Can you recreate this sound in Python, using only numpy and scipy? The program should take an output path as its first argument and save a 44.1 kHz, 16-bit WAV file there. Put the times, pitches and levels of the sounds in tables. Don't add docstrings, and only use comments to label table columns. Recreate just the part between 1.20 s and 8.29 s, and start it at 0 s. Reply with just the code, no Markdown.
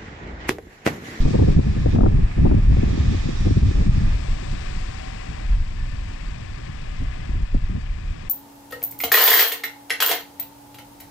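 import sys
import numpy as np
from scipy import signal
from scipy.fft import rfft, irfft, next_fast_len
from scipy.io import wavfile
from scipy.ndimage import uniform_filter1d, minimum_filter1d, map_coordinates

SR = 44100
rng = np.random.default_rng(int(sys.argv[2]) if len(sys.argv) > 2 else 0)


def dump(signal):
    limited = np.clip(np.atleast_2d(signal).T, -1, 1)
    pcm = np.round(limited * 32767).astype(np.int16)
    wavfile.write(sys.argv[1], SR, pcm)


N = 312669

# t/s, rumble level/dB, flutter level/dB
STEADY_WIND = [(0, -28.5, -23.5), (.45, -24, -27), (.7, -32, -28), (1.1, -26, -37.5), (1.45, -21.5, -26.5),
               (2.1, -24, -32), (2.9, -22.5, -34.5), (3.3, -28, -37), (3.95, -31.5, -41.5),
               (4.35, -23, -43), (4.7, -27, -41.5), (5.45, -33, -40), (5.75, -24.5, -44.5),
               (6.05, -28.5, -40.5), (6.3, -27, -51), (6.7, -23.5, -43), (7.09, -34, -40)]
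# t at full level/s, hold/s, rumble level/dB, flutter level/dB, rasp level/dB
WIND_BUFFETS = [(0.051, 0.022, -15, -20, -25), (0.141, 0.013, -30, -16, -19.5),
                (0.197, 0.042, -28, -14, -19), (0.271, 0.039, -16, -19, -20.5),
                (0.366, 0.024, -11.5, -12.5, -28), (0.468, 0.14, -25, -29.5, -38),
                (0.659, .03, -15, -20, -27.5), (0.742, 0.046, -16.5, -15, -27.5),
                (0.818, 0.074, -12, -19, -27), (0.918, 0.076, -12.5, -22.5, -36),
                (1.026, 0.027, -15, -30, -34.5), (1.18, 0.065, -17, -19.5, -31),
                (1.251, 0.12, -17, -20, -27.5), (1.491, 0.062, -12, -21, -35.5),
                (1.582, 0.18, -24, -24, -36), (1.794, 0.17, -22, -23.5, -34),
                (2.059, 0.014, -35, -22.5, -46), (2.209, 0.025, -25.5, -28, -40),
                (2.266, 0.011, -21, -17.5, -24.5), (2.305, .015, -35, -20.5, -36),
                (2.37, 0.024, -25, -25, -40), (2.431, 0.061, -16, -16.5, -37),
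                (2.554, 0.071, -16, -23, -32.5), (2.667, 0.028, -14.5, -19, -55),
                (2.755, 0.0225, -15.5, -25, -53), (2.818, 0.055, -15, -27.5, -55),
                (3.09, 0.037, -20, -39, -51), (3.289, .05, -21, -38, -54), (4.094, 0.037, -30, -32.5, -53),
                (4.29, .13, -19, -42.5, -61), (4.6, 0.038, -21.5, -39.5, -58),
                (5.802, 0.027, -31, -32, -52.5), (6.095, 0.14, -17.5, -36.5, -50),
                (6.351, 0.023, -17, -32, -48), (6.426, 0.018, -15.5, -40, -61), (6.498, .08, -27, -28, -59),
                (6.84, 0.076, -21.5, -48, -68)]
# f/Hz, level per Hz/dB
RUMBLE_SPECTRUM = [(10, -35.5), (20, 6), (48, 0), (95, -4), (150, -15.5), (260, -37.5), (500, -91.5)]
FLUTTER_SPECTRUM = [(50, 0), (105, 0), (190, -5.5), (290, -14), (450, -30.5), (700, -30.5), (1200, -82),
                    (2500, -120)]
RASP_SPECTRUM = [(200, -13), (350, 0), (550, -11), (800, -20), (1200, -29), (2000, -94.5)]
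# t/s, wake peak level/dB, thump and crack level over the wake/dB
EDDY_POPS = [(0.076, -18.5, -4, -28), (0.104, -22, 7, -23), (0.149, -13, 6.5, -17), (0.277, -17.5, 7, -24),
             (0.349, -30.5, 17.5, -29), (0.388, -10.5, 1, -24), (0.563, -26, 10.5, -14),
             (0.657, -12, -1.5, -22), (0.746, -21, 4.5, -15), (0.758, -19, -3, -4), (0.775, -24, 11, -17),
             (0.783, -9.5, -6, -16), (0.806, -12.5, 6, -8), (0.831, -9.5, 7, -14), (0.859, -10, -3, -7),
             (0.874, -40, 2, -15), (1.178, -25, 8, -24), (1.254, -9.5, 3, -32), (1.311, -11.5, 0.5, -12.5),
             (1.341, -24, 17.5, -24), (1.378, -22, 10, -25), (1.566, -19, 3, -30), (1.63, -20.5, 13, -29),
             (1.774, -30.5, 17.5, -25), (1.944, -25, 11, -21), (2.086, -21.5, 8, -29),
             (2.267, -24, 14.5, -23), (2.307, -32, 23.5, -15), (2.368, -22.5, 15.5, -31),
             (2.611, -44, 21.5, 0), (5.818, -46, 17, -13), (6.09, -46, 22, -9), (6.344, -21.5, 10, -18),
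             (6.493, -45.5, 22, -12)]
# t/s, roar level/dB, clatter level/dB
LEFT_ENGINES = [(0, -38, -43), (.35, -38, -46), (.45, -41, -49), (.72, -39.5, -49), (.85, -43, -53),
                (1.15, -40.5, -51), (1.38, -42, -51.5), (1.55, -39.5, -49.5), (2, -37, -46),
                (2.3, -39.5, -46), (2.85, -38.5, -46), (3.02, -35.5, -44), (3.6, -35.5, -44.5),
                (3.95, -35.5, -45), (4.28, -37, -48), (4.4, -40, -50), (4.8, -39, -48.5), (5.7, -38.5, -50),
                (6.05, -37, -50), (6.25, -41.5, -53), (7.09, -40, -51.5)]
# t/s, level/dB
RIGHT_AIR = [(0, -41), (.45, -49.5), (.75, -47), (.9, -52.5), (1, -68), (1.27, -65), (1.45, -52),
             (1.8, -42.5), (2.1, -41), (2.35, -45.5), (2.55, -46), (2.8, -49), (2.94, -52)]
# f/Hz, level per Hz/dB
ROAR_LEFT_SPECTRUM = [(400, -6.5), (560, 0.5), (730, 1.5), (870, -4.5), (1100, -0.5), (1250, -7),
                      (1400, -6.5), (1750, -4.1), (2050, -2.5), (2700, -4), (3000, -7.5), (3300, -8.5)]
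CLATTER_SPECTRUM = [(3000, -17), (3600, -2), (4200, -4), (4600, -1.5), (5100, -4.5), (5700, -4), (6200, -9),
                    (6900, -9), (7600, -6.5), (8500, -13.5), (10000, -29), (12000, -33.5), (14500, -47)]
ROAR_RIGHT_SPECTRUM = [(800, 3), (1000, -3.5), (1200, -1.1), (1500, -7.5), (1780, -1), (2150, -2),
                       (2550, -1.5), (2950, -14), (3300, -13)]
HISS_SPECTRUM = [(3000, -5.5), (3750, -2), (4300, -6), (4800, -5.5), (5200, -6), (5700, -5.5), (6300, -10),
                 (7300, -13), (7800, -29), (8200, -39)]
# f/Hz, level per Hz/dB
TICK_SPECTRUM = [(4100, -30), (4450, -10.5), (4600, 3.5), (4750, -7.5), (5100, -29)]
# t/s, mean firing f/Hz, share in the roar/0-1, share in the clatter/0-1
FIRING_PULSE = [(0, 40, .15, .1), (2, 55, .1, .05), (4.2, 70, .1, .08), (4.4, 41, .1, .12),
                (5.1, 41, .12, .25), (5.5, 41, .1, .16), (6.3, 41, .1, .2), (7.09, 41, .1, .1)]
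# t/s, f/Hz, level/dB
WHINE_GLIDES = [
    [(2.55, 1200, -70), (2.75, 1188, -50.5), (2.95, 1205, -55), (3.2, 1190, -73)],
    [(2.6, 647, -63.5), (2.95, 652, -47), (3.3, 683, -47.5), (3.6, 727, -50), (3.95, 767, -48),
     (4.25, 792, -55), (4.4, 800, -98)],
    [(3.7, 1985, -75), (3.85, 1988, -54), (4.2, 1988, -55), (4.4, 1990, -72)],
    [(4.4, 1725, -78), (4.6, 1753, -47.5), (5, 1787, -60), (5.4, 1722, -55), (6, 1734, -60),
     (6.5, 1743, -60), (7, 1700, -72)],
]
# f/Hz, width/Hz, lift level/dB
PANEL_RINGS = [(1222, 29, 5.5), (1723, 150, 4), (2455, 240, 2.5), (5890, 110, 0)]

RISE_DB_PER_S, FALL_DB_PER_S = 702.5, 500
LEAN_DB, LEAN_SWING_DB = 2.5, 2.5
RASP_DB, RASP_RIGHT_DB = -12.5, -9
ROAR_RIGHT_DB = -1
SHUT_S, SHUTTING_S = 2.97, 0.036
TOP_HZ, FADE_S = 15600, 0.006


def amp(db):
    return 10 ** (np.asarray(db) / 20)


def unit(x):
    return x / np.sqrt(np.mean(x ** 2) + 1e-20)


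def curves(rows):
    s, *columns = np.transpose(rows)
    return [np.interp(np.arange(N) / SR, s, column) for column in columns]


def wobble(rate):
    knots = rng.standard_normal(int(N * rate / SR) + 4)
    return map_coordinates(knots, [np.arange(N) * rate / SR])


def filtered(x, response):
    m = next_fast_len(N + SR // 2)
    ramp = np.linspace(x[..., -1], x[..., 0], m - N, axis=-1)
    looped = np.concatenate([x, ramp], axis=-1)
    spectrum = rfft(looped) * response(np.fft.rfftfreq(m, 1 / SR))
    return irfft(spectrum, m)[..., :N]


def coloured(x, points, low_slope_db=-30, high_slope_db=-60):
    f, db = np.transpose(points)
    f = np.r_[f[0] / 4, f, f[-1] * 4]
    db = np.r_[db[0] + 2 * low_slope_db, db, db[-1] + 2 * high_slope_db]
    return unit(filtered(x, lambda hz: amp(np.interp(np.log(hz + 1), np.log(f + 1), db))))


def dulled(x, edge_hz, top_db):
    low = filtered(x, lambda hz: 1 / (1 + (hz / edge_hz) ** 4))
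    return low + amp(np.minimum(top_db, 0)) * (x - low)


def patchy(depth_db):
    z = signal.stft(rng.standard_normal(N), nperseg=512)[2]
    field = uniform_filter1d(rng.standard_normal(z.shape), size=6, axis=0)
    field = uniform_filter1d(field, size=12, axis=1)
    return signal.istft(z * amp(depth_db * unit(field)), nperseg=512)[1][:N]


def gusting():
    rumble_db, flutter_db = curves(STEADY_WIND)
    t = np.arange(N) / SR
    power = amp([rumble_db, flutter_db, flutter_db + RASP_DB]) ** 2
    for s, hold_s, *levels_db in WIND_BUFFETS:
        rise_db = RISE_DB_PER_S * (t - s)
        fall_db = FALL_DB_PER_S * (s + hold_s - t)
        shape_db = np.minimum(0, np.minimum(rise_db, fall_db))
        power = power + amp(np.c_[levels_db] + shape_db) ** 2
    return 10 * np.log10(power)


def wind():
    rumble_db, flutter_db, rasp_db = gusting()
    lean_db = LEAN_DB + LEAN_SWING_DB * wobble(12)
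    noise = rng.standard_normal((6, N))

    surge = amp(1.96 * wobble(12))
    rumble = coloured(noise[:2] * surge, RUMBLE_SPECTRUM) * amp(rumble_db)
    rumble = rumble * amp([[0], [-6]])
    rumble = dulled(rumble, edge_hz=67, top_db=0.33 * (flutter_db + 19.5))

    lumps = amp(3.36 * np.array([wobble(35), wobble(35)]))
    sides_db = np.array([0.5 * lean_db, -1.3 * lean_db])
    flutter = amp(flutter_db + sides_db) * coloured(lumps * noise[2:4], FLUTTER_SPECTRUM)

    grit = amp(6.5 * np.array([wobble(70), wobble(70)]))
    rasp = amp(rasp_db) * amp([[0], [RASP_RIGHT_DB]]) * coloured(grit * noise[4:], RASP_SPECTRUM)
    return rumble + flutter + rasp


def pops():
    out, t = np.zeros(N + SR), np.arange(SR // 12) / SR
    dull = signal.butter(4, [230, 662], "band", fs=SR, output="sos")
    bright = signal.butter(4, [650, 1470], "band", fs=SR, output="sos")
    swing_hz = 90 + 330 * np.exp(-t / 0.00836)
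    swing = np.sin(2 * np.pi * np.cumsum(swing_hz) / SR)
    swing = swing * amp(-60 * t / 0.082) * (1 - np.exp(-t / 0.0016)) ** 2
    for s, db, thump_db, crack_db in EDDY_POPS:
        thump = rng.choice([-1, 1]) * swing
        noise = rng.standard_normal(len(t)) * amp(-60 * t / 0.074) * (1 - np.exp(-t / 0.0004))
        wake = signal.sosfilt(dull, noise)
        crack = signal.sosfilt(bright, noise * amp(-60 * t / 0.06))
        pop = wake / np.abs(wake).max()
        pop += amp(crack_db) * crack / np.abs(crack).max()
        pop += amp(thump_db) * thump
        out[round(s * SR):][:len(t)] += amp(db) * pop
    return out[:N]


def whines():
    out = np.zeros(N)
    for rows in WHINE_GLIDES:
        hz, db = curves(rows)
        level = np.sqrt(2) * amp(db + 2.5 * wobble(14))
        drifting_hz = hz + 5 * wobble(30)
        out += level * np.sin(2 * np.pi * np.cumsum(drifting_hz) / SR)
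    return out


def fired(rate, share, sharp):
    turns = np.cumsum(rate * (1 + 0.015 * wobble(6))) / SR
    size = amp(4.0 * rng.standard_normal(1000))[turns.astype(int)]
    phase = turns % 1
    burst = unit(size * phase * np.exp(-sharp * phase))
    share = np.clip(share, 0, 1)
    return patchy(depth_db=0.04) * (1 - share + share * burst)


def panels(x):
    def lift(hz):
        return amp(sum(db / (1 + (2 * (hz - centre) / width) ** 2) for centre, width, db in PANEL_RINGS))
    return filtered(x, lift)


def buses():
    rate, roar_share, clatter_share = curves(FIRING_PULSE)
    roar_db, clatter_db = curves(LEFT_ENGINES)
    hiss_db, = curves(RIGHT_AIR)
    sway_db = 0.27 * wobble(8)

    roar = coloured(fired(rate, roar_share, 3), ROAR_LEFT_SPECTRUM, low_slope_db=7.0, high_slope_db=-29)
    clatter = coloured(fired(rate, clatter_share, 5), CLATTER_SPECTRUM, low_slope_db=-67.5)
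    tick = coloured(fired(rate, 1, 9), TICK_SPECTRUM)
    left = amp(roar_db + sway_db) * roar + amp(clatter_db + sway_db) * clatter
    left += 1.3 * clatter_share * amp(clatter_db) * tick

    shut = np.clip((np.arange(N) / SR - SHUT_S) / SHUTTING_S + 0.5, 0, 1)
    roar_right_db = shut * (roar_db - 26) + (1 - shut) * (roar_db + ROAR_RIGHT_DB)
    hiss_db = shut * (clatter_db - 16.5) + (1 - shut) * hiss_db
    roar = coloured(fired(rate, roar_share, 6), ROAR_RIGHT_SPECTRUM, low_slope_db=-1.5, high_slope_db=-22.0)
    hiss = coloured(patchy(depth_db=1.6), HISS_SPECTRUM, low_slope_db=-60.5, high_slope_db=-89)
    hiss = dulled(hiss, edge_hz=4900, top_db=1.4 * (hiss_db + 48.7))
    right = amp(roar_right_db + sway_db) * roar + amp(hiss_db + sway_db) * hiss
    return panels(np.array([left, right])) + [whines(), np.zeros(N)]


def scene():
    ports = wind() + buses()
    ports[0] += pops()
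    return ports


def limited(x, top_db, hold_s):
    peak = np.abs(x).max(axis=0) + 1e-9
    gain = np.minimum(1, amp(top_db) / peak) ** 0.66
    span = max(int(hold_s * SR), 2)
    return x * uniform_filter1d(minimum_filter1d(gain, span), span // 2)


def record(dry):
    def crossing(hz):
        late = np.exp(-2j * np.pi * hz * 0.00051)
        return late / (1 + 1j * hz / 390) / (1 + 1j * hz / 7000)
    across = filtered(dry[::-1], crossing)
    circuit_hiss = amp(-76) * rng.standard_normal(dry.shape)
    levelled = limited(dry + across, top_db=-4.5, hold_s=0.045)
    to_end = np.minimum(np.arange(N), np.arange(N)[::-1])
    ends = np.minimum(1, to_end / (FADE_S * SR))
    return filtered(ends * (levelled + circuit_hiss), lambda hz: hz < TOP_HZ)


dry = scene()
out = record(dry)
dump(out)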